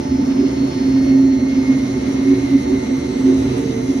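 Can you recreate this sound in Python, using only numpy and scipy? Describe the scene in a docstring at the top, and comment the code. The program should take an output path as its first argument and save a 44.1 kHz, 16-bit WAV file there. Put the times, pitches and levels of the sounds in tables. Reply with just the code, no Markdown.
"""Disc finishing machine winding down

The machine runs empty in a workshop while its inverter slowly lowers the motor speed. The turning disc
sets the tilted bowl droning in uneven swells over the rumble of the frame. The inverter's switching
tones and their sidebands whine as they drift with the speed, over whirring bearings and rushing air."""
import sys
import numpy as np
from scipy import signal
from scipy.fft import rfft, irfft
from scipy.io import wavfile

SR = 44100
rng = np.random.default_rng(int(sys.argv[2]) if len(sys.argv) > 2 else 0)


def transcribe(signal):
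    """Save signal, clipped to [-1, 1], as a 16-bit WAV file at the path in sys.argv[1]."""
    frames = np.atleast_2d(signal).T
    limited = np.clip(frames, -1, 1)
    pcm = np.round(limited * 32767).astype(np.int16)
    wavfile.write(sys.argv[1], SR, pcm)


N = 176400

DRIVE_HZ, SLOWING_HZ_PER_S, SWITCHING_HZ = 54.4, 2.94, 2000
WAVER_HZ = 5.2  # pace of the slow waver in motor tones and resonances


def undb(db):
    """Decibels to gain."""
    return 10 ** (np.asarray(db) / 20)


def clock():
    """Time of every sample in seconds."""
    return np.arange(N) / SR


def curve(rows):
    """Join (t/s, value) breakpoints by straight lines."""
    return np.interp(clock(), *np.array(rows).T)


def ring(hz, width_hz):
    """A resonance shaken at random: complex narrow-band noise whose real part has rms 1."""
    detuning = (np.fft.fftfreq(N, 1 / SR) - hz) / (.78 * width_hz)
    noise = rng.standard_normal(N) + 1j * rng.standard_normal(N)
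    ringing = np.fft.ifft(noise / (1 + detuning ** 2))
    return ringing / np.sqrt(np.mean(np.abs(ringing) ** 2) / 2)


def walk(rate_hz):
    """Smooth random modulation with rms 1."""
    return ring(0, rate_hz).real


def spin(hz, wander_rad, wander_hz):
    """A unit phasor that follows a pitch curve while its phase wanders smoothly."""
    return np.exp(1j * (2 * np.pi * np.cumsum(hz) / SR + wander_rad * walk(wander_hz)))


def stereo(mid, side=0, pan_db=0):
    """Mid and side to left and right; a positive pan leans left."""
    return np.array([(mid + side) * undb(pan_db / 2), (mid - side) * undb(-pan_db / 2)])


def drive_turns():
    """Cycles of the drive current so far; it slows at a constant rate."""
    t = clock()
    return DRIVE_HZ * t - SLOWING_HZ_PER_S * t ** 2 / 2


def whirr():
    """Bearings and rushing air reach the right side first, amid their own reverberation."""
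    # spectrum of bearings and air: f/Hz, density/dB per Hz
    spectrum = [(22, -79), (40, -67.5), (52, -57.5), (100, -58.5), (170, -72), (300, -55.5), (460, -57.5),
                (620, -63), (800, -68.5), (1050, -69), (1700, -75), (2250, -74.5), (3100, -76.5),
                (3900, -79), (6300, -78.5), (7000, -85), (8000, -99), (9000, -89), (10200, -88.5),
                (12300, -96.5)]
    # swell of the whirr: t/s, level/dB
    swell = [(0, -0.5), (1, -1), (1.6, -0.9), (2.2, 0), (3.1, -1.15), (3.5, 1.5), (3.7, -0.6), (4, -0.5)]
    left_lag_s, room_gain, wide_from_hz = 0.501e-3, undb(7), 1000
    treble_hz, treble_rise_db_per_s = 7000, 0.7
    t, hz = clock(), np.maximum(np.fft.rfftfreq(N, 1 / SR), 1)
    source, room_mid, room_side = rfft(rng.standard_normal((3, N)))
    direct = np.array([source * np.exp(-2j * np.pi * hz * left_lag_s), source])
    room = stereo(room_mid, room_side * np.minimum(hz / wide_from_hz, 1) ** 2) / np.sqrt(2)
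    points_hz, db = np.array(spectrum).T
    colour = undb(np.interp(np.log(hz), np.log(points_hz), db)) * np.sqrt(SR / 2)
    spectra = colour * (direct + room_gain * room) / np.hypot(1, room_gain)
    swell_db = curve(swell) + 0.74 * walk(rate_hz=2.8)
    out = 0
    for octave in range(4, 15):  # octave bands swell together but flicker on their own
        band = irfft(spectra * np.maximum(1 - np.abs(np.log2(hz) - octave), 0), N)
        brighten_db = treble_rise_db_per_s * (t - t.mean()) * (2 ** octave > treble_hz)
        flicker_db = 1.45 * walk(rate_hz=27)
        out = out + band * undb(swell_db + brighten_db + flicker_db)
    return out


def scuff():
    """A brief, light rub: a puff of high hiss."""
    # the rub: t/s, half-length/s, level/dB
    rubs = [(3.581, 0.012, -51)]
    envelope = sum(undb(db) * np.exp(-((clock() - at) / length) ** 2) for at, length, db in rubs)
    return ring(hz=9500, width_hz=2300).real * envelope


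def rumble():
    """The running disc shakes the resonances of bowl, frame and casing, harder when it runs rough."""
    # resonances: f/Hz, width/Hz, level/dB, pan/dB, side/dB
    modes = [(50.7, 7.1, -49, -2, -22.5), (74, 15, -37.5, 0.6, -24), (124, 31, -37.5, -2, -18),
             (153.3, 10, -40.5, -2.5, -19.5), (219.8, 40, -32, -3, -20.5), (248.4, 14.4, -27, -2, -18),
             (282.7, 11.8, -27.5, -0.5, -19.5), (346.2, 15, -35, -6.5, -7), (374.3, 17, -32, -5.5, -9.5),
             (595, 14, -50.5, -4.5, 9.5), (683, 94, -52, -5.5, 8), (880.8, 13, -49, -2.5, 7.5),
             (1280, 530, -53.5, 4.5, -5.5), (1849, 32, -55.5, 1, -0.5), (2090, 73, -56.5, 1.5, -1)]
    # surges and lulls in the shaking near one pitch: t/s, half-length/s, f/Hz, level change/dB
    surges = [(0.431, 0.036, 380, 10), (2.33, 0.06, 376, 8), (2.704, 0.043, 402, 8),
              (3.3, 0.045, 385, 13.5), (3.545, 0.16, 390, 5.5), (0.11, .06, 73, 7), (3.45, 0.079, 75, 12),
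              (3.43, .2, 140, 7), (1.85, .3, 365, -4), (0.34, .4, 883, 3.5), (2.3, .4, 883, -5),
              (3.7, .3, 883, -4.5), (2.3, .8, 2500, 0), (.2, .6, 2150, -1), (0.32, 0.22, 250, 7),
              (1.2, 0.24, 588, 5)]
    spread_octaves, waver_db = 0.15, 1
    t, out = clock(), 0
    for hz, width_hz, db, pan_db, side_db in modes:
        level_db = db + waver_db * walk(WAVER_HZ)
        for at, length, centre_hz, change_db in surges:
            detuning = np.log2(hz / centre_hz) / spread_octaves
            level_db += change_db * np.exp(-((t - at) / length) ** 2 - detuning ** 2)
        mid = ring(hz, width_hz).real
        side = undb(side_db) * ring(hz, width_hz).real
        out = out + undb(level_db) * stereo(mid, side, pan_db)
    return out


def frame_hum():
    """The frame throbs about an octave below the bowl, sinking slightly as the motor slows."""
    # throb of the frame: t/s, relative level/dB
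    throb = [(0.0, -43), (0.08, -30), (0.28, -38.5), (0.76, -29), (0.78, -41), (0.89, -31.5), (1.25, -30),
             (1.31, -46), (1.39, -32.5), (1.67, -37.5), (1.73, -26), (1.79, -34.5), (1.95, -28.5),
             (2.0, -41), (2.37, -27.5), (2.91, -38), (3.2, -34.5), (3.54, -25), (3.6, -33.5), (3.85, -27.5),
             (3.94, -45), (4.0, -26)]
    start_hz, sink_hz_per_s, gain_db = 132.5, 2.5, 2.5
    mode = spin(start_hz - sink_hz_per_s * clock(), wander_rad=0.97, wander_hz=4)
    return stereo(mode.real * undb(curve(throb) + gain_db), pan_db=-1.5)


def rotor_tone():
    """A low, clean tone sinks with the speed and sings out as it meets a resonance of the frame."""
    # swell of the rotor tone: t/s, level/dB
    swell = [(0, -59), (.8, -51), (1.2, -43), (1.9, -43), (2.3, -48), (2.75, -44), (3, -37), (3.42, -39),
             (3.55, -28), (3.78, -26), (3.88, -35), (4, -36.5)]
    drive_multiple, waver_db = 10.33, 0.5
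    tone = np.cos(2 * np.pi * (drive_multiple * drive_turns() + rng.random()))
    return stereo(tone * undb(curve(swell) + waver_db * walk(WAVER_HZ)), pan_db=-10)


def motor_tone(carrier, order, level_db, waver_db, side_db):
    """One sideband of the switching rate follows the drive frequency, roughened by the shaking casing."""
    jitter_rad, rough_db = 0.18, -14.5
    phase = 2 * np.pi * (carrier * SWITCHING_HZ * clock() + order * drive_turns() + rng.random())
    waver = ring(0, WAVER_HZ)
    roughness = 1 + undb(rough_db) * ring(0, width_hz=38)
    envelope = undb(level_db + waver_db * waver.real)
    tone = roughness * envelope * np.exp(1j * (phase + jitter_rad * waver.imag))
    return stereo(tone.real, undb(side_db) * tone.imag) / np.hypot(1, undb(side_db))


def inverter_whine():
    """Switching tones each swell once, loudest as they slide through a resonance of the casing."""
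    # tones: switching multiple, drive multiple, relative level/dB, peak t/s, half-width/s, side/dB
    tones = [ (1, -3, -49, 1.9, 1.1, -3), (1, -1, -58.5, .9, 2.6, -7), (1, 1, -45.5, 2.57, 0.8, -12.5),
             (1, 2, -51.5, 2.9, 0.5, -0.5), (1, 3, -41.5, 2.32, 0.99, 2.5), (1, 5, -48.5, 2.35, 0.18, -1.5),
             (2, -6, -52, 2.9, 1.2, -1), (2, -2, -62, 1.3, 2.6, 0.5), (2, 0, -52.5, 3.6, 1.7, -16),
             (2, 2, -49.5, 3, 0.98, -3), (2, 4, -57.5, 1.4, 2.2, -2.5), (3, -9, -52.5, 0.073, 2.1, -13.5),
             (3, -5, -54, .1, 3.7, -6), (3, -3, -53.5, 3.5, 1.8, -8.5), (3, -1, -61.5, 3.9, 0.67, -2),
             (3, 1, -60, .1, 2.2, -1.5), (3, 3, -58, 3.6, .4, -1.5), (3, 5, -51, 3.8, 1.1, -10.5),
             (3, 7, -52, 1.5, 5.3, 4.5), (3, 11, -56, 1.2, 0.68, 4), (4, -2, -55.5, 3.3, 0.31, 2)]
    gain_db = 2
    t, out = clock(), 0
    for carrier, order, db, at, width, side_db in tones:
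        swell_db = -10 * np.log10(1 + ((t - at) / width) ** 2)
        out = out + motor_tone(carrier, order, db + gain_db + swell_db, waver_db=2, side_db=side_db)
    return out


def whistles():
    """Two strong high sidebands flare again and again as they cross narrow resonances of the casing."""
    # flares of the lower and the upper whistle: t/s, level/dB
    lower = [(0, -49), (.3, -48), (.65, -42), (.95, -42.5), (1.17, -42), (1.45, -48), (1.62, -49),
             (1.8, -49), (2.5, -54.5), (2.68, -47), (2.85, -52), (3.15, -47), (3.35, -60), (4, -66)]
    upper = [(0, -46), (.28, -48), (.42, -41), (.6, -52), (.78, -44), (1.05, -47), (1.13, -50),
             (1.25, -52.5), (1.43, -55.5), (1.57, -46), (1.85, -54), (2.3, -56.5), (2.6, -61), (4, -70)]
    return sum(motor_tone(2, order, curve(flares), waver_db=0, side_db=-10.5)
               for order, flares in ((6, lower), (20.34, upper)))


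def bowl_drone():
    """The bowl's main mode swells, dips and bends; weaker neighbours on either side beat against it."""
    # swells of the bowl: t/s, relative level/dB
    swells = [(0.0, -21.5), (0.05, -32), (.1, -23), (0.12, -10.5), (.14, -18.5), (.2, -14.5), (.22, -25),
              (.28, -19.5), (.31, -13), (.37, -26.5), (.4, -11), (0.5, -19.5), (0.54, -25.5), (0.62, -12),
              (0.71, -26), (0.87, -12.5), (1.01, -12), (1.04, -21.5), (1.07, -11.5), (1.16, -9),
              (1.28, -9.5), (1.38, -13.5), (1.41, -28), (1.43, -14), (1.56, -20), (1.58, -9), (1.65, -21.5),
              (1.7, -9), (1.76, -17), (1.84, -16.5), (1.87, -23), (2.25, -16), (2.32, -7.5), (2.36, -18),
              (2.46, -17), (2.48, -25.5), (2.53, -8), (2.57, -10), (2.64, -29.5), (2.74, -12), (2.82, -28),
              (2.94, -15), (3.1, -31.5), (3.27, -8.5), (3.55, -25), (3.6, -16.5), (3.62, -39), (3.7, -16),
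              (3.74, -43), (3.9, -13.5), (3.92, -30), (4.0, -15.5)]
    # pitch of the bowl: t/s, f/Hz
    pitch = [(0, 265.6), (0.3, 267.0), (0.62, 270.6), (0.9, 266.2), (1.2, 268.2), (1.45, 265.2),
             (1.72, 265.9), (2.02, 264.3), (2.3, 272.9), (2.55, 271.7), (2.75, 268.7), (3.0, 265.0),
             (3.3, 264.5), (3.55, 267.8), (3.9, 266.5)]
    gain_db, beat_hz, beat_width_hz = 2, 15.5, 1.8
    mode = spin(curve(pitch), wander_rad=0.63, wander_hz=2.9)
    neighbours = (ring(beat_hz, beat_width_hz) + ring(-beat_hz, beat_width_hz)) / 2
    beating = mode * (1 + undb(-15) * neighbours)
    return stereo(beating.real * undb(curve(swells) + gain_db), pan_db=-2.5)


def scene():
    """The whole machine from arm's length."""
    bed = whirr() + scuff() + rumble() + frame_hum()
    motor = rotor_tone() + inverter_whine() + whistles()
    return bed + motor + bowl_drone()


def record(dry):
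    """Roll off the deepest bass and cut the top steeply."""
    low_cut = signal.butter(4, 41, "high", fs=SR, output="sos")
    high_cut = signal.ellip(8, .2, 70, 12400, fs=SR, output="sos")
    return signal.sosfilt(high_cut, signal.sosfilt(low_cut, dry))


dry = scene()
out = record(dry)
transcribe(out)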